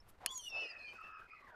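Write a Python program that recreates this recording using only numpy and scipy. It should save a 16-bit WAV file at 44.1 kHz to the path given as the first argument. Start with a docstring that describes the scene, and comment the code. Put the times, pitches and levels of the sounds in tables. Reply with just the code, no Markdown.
"""Young storks begging on a rooftop

An open nest, heard on one microphone. Thin, wavering whistles slide down and overlap, turning
lower and hoarser, and air hisses through an open bill. Feathers brush the twigs, wings beat the air,
and a bill snaps once as the nearest bird starts. Behind the brood lies a faint outdoor hush,
with a little wind on the microphone."""
import sys
import numpy as np
from scipy import signal
from scipy.fft import rfft, irfft
from scipy.io import wavfile

SR = 44100
rng = np.random.default_rng(int(sys.argv[2]) if len(sys.argv) > 2 else 0)


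def store_pcm(level_fs):
    """Save levels as 16-bit WAV."""
    pcm = np.round(np.clip(level_fs, -1, 1) * 32767).astype(np.int16)
    wavfile.write(sys.argv[1], SR, np.atleast_2d(pcm).T)


N = 68355
T = np.arange(N) / SR

# colour of the hush around the roof: frequency_hz, relative_db
HUSH_SPECTRUM = [(20, 8), (55, -1), (88, 8.5), (130, 0), (300, 3.5), (1200, 3), (2000, -3.5), (4000, -12.5),
                 (8000, -23.5), (14500, -25.5)]
# wind rumble on the microphone: time_s, level_db
WIND_LEVEL = [(0, -67), (.54, -70), (.66, -81), (1.55, -75)]
# the brood's other whines, by name, plus 'piping', a thin overtone high above the nearest bird's whine: time_s,
# pitch_hz, level_db
BROOD_WHINES = { "long": [(.55, 2822, -57), (.63, 2921, -50), (.715, 2658, -54.5), (.76, 2560, -54),
                (.82, 2543, -56), (.89, 2580, -66.5), (.96, 2550, -58.5), (1.0, 2568, -65),
                (1.055, 2675, -54.5), (1.11, 2597, -62), (1.15, 2582, -57.5), (1.26, 2478, -73),
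                (1.35, 2560, -65), (1.415, 2463, -71)], "short": [(.82, 2480, -75), (.845, 2447, -51),
                (.925, 2404, -52.5), (.94, 2442, -94)], "yelp": [(1.295, 2395, -69), (1.315, 2440, -54.5),
                (1.338, 2495, -65.5)], "low": [(.95, 1540, -65.5), (.99, 1330, -59.5), (1.02, 1255, -46.5),
                (1.045, 1260, -59.5), (1.12, 1290, -55.5), (1.165, 1265, -55.5), (1.225, 1320, -59.5),
                (1.28, 1300, -86.5), (1.335, 1280, -58), (1.38, 1230, -71), (1.43, 1150, -63.5),
                (1.55, 920, -67)], "rasp": [(.97, 1900, -72.5), (1.08, 1741, -65.5), (1.15, 1660, -66.5),
                (1.23, 1474, -60), (1.27, 1400, -61.5)], "falling": [(1.27, 2130, -71.5),
                (1.37, 2117, -62.5), (1.42, 2036, -65), (1.465, 1990, -62), (1.55, 1696, -75.5)],
                "sinking": [(1.47, 1727, -69), (1.50, 1572, -62.5), (1.55, 1453, -64.5)],
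                "groan": [(.27, 1077, -65), (.34, 1040, -54.5), (.42, 955, -74)],
                "murmur": [(.60, 1940, -68.5), (.71, 1889, -60.5), (.90, 1660, -72.5)],
                "grumble": [(.55, 1300, -64.5), (.68, 1380, -69), (.79, 1310, -65.5)],
                "wheeze": [(.285, 5850, -71), (.375, 5800, -57.5), (.41, 5810, -63), (.45, 5900, -57.5),
                (.49, 5800, -78)], "twin": [(.272, 3150, -62.5), (.305, 3389, -47.5), (.338, 3415, -57.5)],
                "gasp": [(.272, 4550, -64), (.365, 4690, -73)], "shrill": [(.285, 6450, -64),
                (.312, 6770, -60), (.335, 7660, -62), (.385, 7500, -65)], "piping": [(.34, 9700, -75),
                (.405, 9500, -65.5), (.47, 8700, -68)], "husky": [(.345, 4240, -70), (.46, 4360, -70.5),
                (.53, 4300, -86), (.58, 4370, -63), (.70, 4290, -70)], "thin": [(.78, 4290, -72),
                (.82, 4216, -65.5), (.88, 4390, -66), (.93, 4460, -76)], "sizzle": [(0, 5470, -54),
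                (.035, 5200, -107)], "squeak": [(.425, 3430, -62), (.55, 3640, -66.5), (.65, 3500, -69)],
                "peep": [(.85, 3033, -84), (.89, 3084, -59), (.945, 3020, -73.5)]}
# noisy part of each whine's fundamental, by name: hoarse_share
BROOD_HOARSENESS = {"long": .3, "short": .04, "yelp": .12, "low": .42, "rasp": .85, "falling": .8,
                    "sinking": .7, "groan": .15, "murmur": .9, "grumble": .7, "wheeze": .25, "thin": .2,
                    "peep": .2, "sizzle": .9, "squeak": .6, "twin": .15, "gasp": .7, "shrill": .75,
                    "piping": .35, "husky": .75}
# feathers touching twigs: peak_s, level_db, half_width_s
BRUSHES = [(0.096, -66.5, 0.0091), (0.379, -48.5, 0.0015), (0.464, -72, 0.014), (1.016, -78.5, 0.0028)]
# colour of that brushing: frequency_hz, relative_db
BRUSH_SPECTRUM = [(3000, -13.5), (8500, -11), (11500, -2), (14000, -10), (15000, -27)]
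# wing beats, ahead of their low cut: peak_s, level_db, rise_s, fall_s, centre_hz
WING_BEATS = [(0.215, -57, 0.0059, 0.014, 740), (0.248, -51, 0.013, 0.018, 737),
              (0.577, -53.5, 0.038, 0.018, 675), (0.63, -54, 0.024, 0.029, 510),
              (.71, -67, 0.013, 0.13, 602), (1.55, -61.5, 0.021, .03, 674)]
# ringing modes of the bill: pitch_hz, relative_db, t60_s
BILL_MODES = [(1100, -11, 0.032), (1780, -9.5, .012), (3010, -16.5, .03), (4300, -2.5, 0.061),
              (5220, -1.5, 0.019), (6650, 4, 0.021), (7670, 5.5, 0.0081), (9730, 10, 0.013)]
# colour of the snap's reflections off the nest: frequency_hz, relative_db
NEST_SPECTRUM = [(150, -19), (1000, -5), (2500, 2), (6000, 0), (10000, 1.5), (14000, -7.5)]
# the nearest bird's whine: time_s, pitch_hz, fundamental_db, octave_db
NEAR_WHINE = [(.263, 2980, -56, -84), (.283, 3020, -49, -100), (.305, 3430, -59, -82),
              (.324, 3597, -59, -54), (.347, 3433, -72, -53.5), (.372, 3335, -69.5, -43.5),
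              (.40, 3173, -53, -54), (.425, 3060, -63.5, -67), (.447, 3000, -55, -60),
              (.482, 2852, -44.5, -63.5), (.50, 2755, -63, -50), (.52, 2694, -48.5, -66),
              (.555, 2614, -42, -58), (.583, 2639, -39, -62), (.61, 2675, -41, -59.5),
              (.638, 2595, -42, -56.5), (.662, 2515, -48, -62.5), (.69, 2540, -63, -61),
              (.714, 2436, -56, -49.5), (.738, 2303, -89, -76)]
# noisy part of that whine: time_s, fundamental_share, octave_share
NEAR_HOARSENESS = [(.33, .15, .04), (.41, .3, .04), (.47, .04, .3), (.64, .02, .45), (.71, .1, .05)]
# air through the open bill: time_s, level_db
HISS_LEVEL = [(.278, -95), (.315, -65.5), (.38, -80), (.42, -74), (.47, -68.5), (.53, -83), (.62, -65),
              (.76, -74), (.88, -68.5), (1.0, -68), (1.22, -105), (1.33, -82), (1.55, -104)]
# resonances of that hiss: centre_hz, relative_db
HISS_RESONANCES = [(4650, -2.5), (5500, -7), (6400, -4), (7500, 2), (8600, 5), (10300, 1.5), (11600, 2),
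                   (12700, -9), (14000, -4)]

HUSH_DB, HUSH_SWAY_DB = -69, 3.68
RUMBLE_HZ, GUST_DB, GUST_HZ = 50.5, 3.5, 16
WAVER_SHARE, WAVER_HZ, FADE_S = .006, 90, .008
FLUTTER_HZ, FLUTTER_DB = 45, (.8, 1.3, 4, 4)   # depth for harmonics 1 to 4
HOARSE_WIDTH_HZ, HOARSE_FLUTTER_DB = 115, 2.5
BROOD_OCTAVE_DB, NEAR_UPPER_DB = -22, (-36, -32)   # against the fundamental; against the octave
WING_WIDTH_OCTAVES, WING_SKIRT_DB, WING_LOW_CUT_HZ = .32, -14.5, 243
SNAP_S, CONTACT_S, CONTACT_DB, RING_DB, SNAP_LOW_CUT_HZ = .2615, .000028, -10, -38.5, 2100
HOLLOW_HZ, HOLLOW_Q = 3780, 3   # the snap is hollow between the bill's modes
NEST_DB, NEST_T60_S, NEST_TREBLE_HZ, NEST_TREBLE_T60_S = -26.5, .024, 4500, .013
HISS_WIDTH_SHARE, HISS_FLICKER_DB, HISS_FLICKER_HZ, HISS_SAG_OCTAVES_PER_S = .045, 3.5, 30, .06
DULL_AT_S, DULLING_S, DULL_ABOVE_HZ, DULL_DB_PER_OCTAVE = .518, .012, 5070, 29.5


def from_db(db):
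    """Decibels to gain."""
    return 10 ** (np.asarray(db) / 20)


def unit_power(x):
    """Scale to unit power."""
    return x / np.sqrt(np.mean(x ** 2) + 1e-20)


def in_time(rows):
    """Columns of a curve at every sample."""
    times, *columns = np.transpose(rows)
    return [np.interp(T, times, column) for column in columns]


def filtered(x, hz, kind):
    """Second-order low or high pass."""
    return signal.sosfilt(signal.butter(2, hz, kind, fs=SR, output="sos"), x)


def drift(hz):
    """Smooth random motion of spread 1."""
    return unit_power(filtered(rng.standard_normal(N + N // 10), hz, "low")[-N:])


def noise(spectrum):
    """Noise of unit power with the given colour."""
    hz, db = np.transpose(spectrum)
    bins_hz = np.maximum(np.fft.rfftfreq(N, 1 / SR), 1)
    gain = from_db(np.interp(np.log(bins_hz), np.log(hz), db))
    return unit_power(irfft(rfft(rng.standard_normal(N)) * gain, N))


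def swell(peak_s, rise_s, fall_s):
    """A bell-shaped rise and fall around one moment."""
    return np.exp(-.5 * ((T - peak_s) / np.where(T < peak_s, rise_s, fall_s)) ** 2)


def outdoor_hush():
    """Soft, slightly restless air behind the nest."""
    return noise(HUSH_SPECTRUM) * from_db(HUSH_DB + HUSH_SWAY_DB * drift(GUST_HZ))


def microphone_wind():
    """Light gusts rumble on the microphone."""
    return from_db(in_time(WIND_LEVEL)[0] + GUST_DB * drift(GUST_HZ)) * drift(RUMBLE_HZ)


def whistle(rows, pitch_hz, harmonics):
    """A wavering tone; turbulence shakes each harmonic (level_db, hoarse_share) in level and phase."""
    start_s, end_s = rows[0][0], rows[-1][0]
    gate = np.clip((T - start_s) / FADE_S, 0, 1) * np.clip((end_s - T) / FADE_S + 1, 0, 1)
    phase = 2 * np.pi * np.cumsum(pitch_hz * (1 + WAVER_SHARE * drift(WAVER_HZ))) / SR
    out = 0
    for k, ((db, hoarse), flutter_db) in enumerate(zip(harmonics, FLUTTER_DB), 1):
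        share, width_hz = np.clip(hoarse, 0, 1), k * HOARSE_WIDTH_HZ
        turbulence = drift(width_hz) + 1j * drift(width_hz)
        shake = np.sqrt(2 * (1 - share)) + np.sqrt(share) * turbulence
        flutter = unit_power(from_db((flutter_db + HOARSE_FLUTTER_DB * share) * drift(FLUTTER_HZ)))
        out = out + from_db(db) * flutter * np.real(shake * np.exp(1j * k * phase))
    return gate * out


def brood_whines():
    """Whistles and squeaks overlap in the nest, mostly fainter and hoarser than the nearest bird."""
    out = 0
    for name, rows in BROOD_WHINES.items():
        pitch_hz, db = in_time(rows)
        hoarse = BROOD_HOARSENESS[name]
        out = out + whistle(rows, pitch_hz, [(db, hoarse), (db + BROOD_OCTAVE_DB, 2 * hoarse)])
    return out


def feathers():
    """Feathers brush the twigs in brief, bright strokes."""
    strokes = sum(from_db(db) * swell(peak_s, width_s, width_s) for peak_s, db, width_s in BRUSHES)
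    return noise(BRUSH_SPECTRUM) * strokes


def wings():
    """Each beat pushes a soft puff of air, centred on one pitch."""
    out, grid_hz = 0, np.geomspace(50, 12000, 48)
    for peak_s, db, rise_s, fall_s, centre_hz in WING_BEATS:
        ratio = grid_hz / centre_hz
        band_db = WING_SKIRT_DB * np.log10(1 + (np.log2(ratio) / WING_WIDTH_OCTAVES) ** 2)
        treble_loss_db = 10 * np.log10(1 + (ratio / 4) ** 4)
        puff = noise(np.transpose([grid_hz, band_db - treble_loss_db]))
        out = out + from_db(db) * swell(peak_s, rise_s, fall_s) * puff
    return filtered(out, WING_LOW_CUT_HZ, "high")


def bill_snap():
    """One sharp contact rings the bill; reflections off the nest lose their treble first."""
    since = T - T[int(SNAP_S * SR)]
    age = np.maximum(since, 0)
    push = from_db(CONTACT_DB) * np.exp(-.5 * (since / CONTACT_S) ** 2)
    crack = -filtered(push, SNAP_LOW_CUT_HZ, "high")
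    ring = sum(from_db(RING_DB + db - 60 * age / t60_s) * np.sin(2 * np.pi * hz * age)
               for hz, db, t60_s in BILL_MODES)
    reflections = (since > 0) * from_db(NEST_DB) * noise(NEST_SPECTRUM)
    body = filtered(reflections, NEST_TREBLE_HZ, "low")
    treble = reflections - body
    tail = body * from_db(-60 * age / NEST_T60_S) + treble * from_db(-60 * age / NEST_TREBLE_T60_S)
    return signal.lfilter(*signal.iirnotch(HOLLOW_HZ, HOLLOW_Q, fs=SR), crack + ring + tail)


def nearest_whine():
    """The nearest bird's whistle arches, rough on top, and flips between fundamental and octave."""
    pitch_hz, fundamental_db, octave_db = in_time(NEAR_WHINE)
    fundamental_hoarse, octave_hoarse = in_time(NEAR_HOARSENESS)
    lower = [(fundamental_db, fundamental_hoarse), (octave_db, octave_hoarse)]
    upper = [(octave_db + db, 2 * octave_hoarse) for db in NEAR_UPPER_DB]
    return whistle(NEAR_WHINE, pitch_hz, lower + upper)


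def bill_hiss():
    """Air rasps through the open bill in flickering resonances that sag and dull as the call sinks."""
    dullness = .5 + .5 * np.tanh((T - DULL_AT_S) / DULLING_S)
    sagging_time = np.cumsum(2 ** (-HISS_SAG_OCTAVES_PER_S * (T - DULL_AT_S))) / SR
    out = 0
    for hz, db in HISS_RESONANCES:
        turbulence = drift(HISS_WIDTH_SHARE * hz) + 1j * drift(HISS_WIDTH_SHARE * hz)
        air = np.real(turbulence * np.exp(2j * np.pi * hz * sagging_time))
        loss_db = dullness * DULL_DB_PER_OCTAVE * max(np.log2(hz / DULL_ABOVE_HZ), 0)
        out = out + air * from_db(db - loss_db + HISS_FLICKER_DB * drift(HISS_FLICKER_HZ))
    return from_db(in_time(HISS_LEVEL)[0]) * unit_power(out)


def scene():
    """The nest and the open air around it, on one microphone."""
    background = outdoor_hush() + microphone_wind()
    nest = brood_whines() + feathers() + wings() + bill_snap() + nearest_whine() + bill_hiss()
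    return (background + nest)[None]


def record(dry):
    """The microphone's signal, cut steeply above 14.7 kHz."""
    return signal.fftconvolve(dry, signal.firwin(161, cutoff=14700, fs=SR)[None], mode="same")


dry = scene()
out = record(dry)
store_pcm(out)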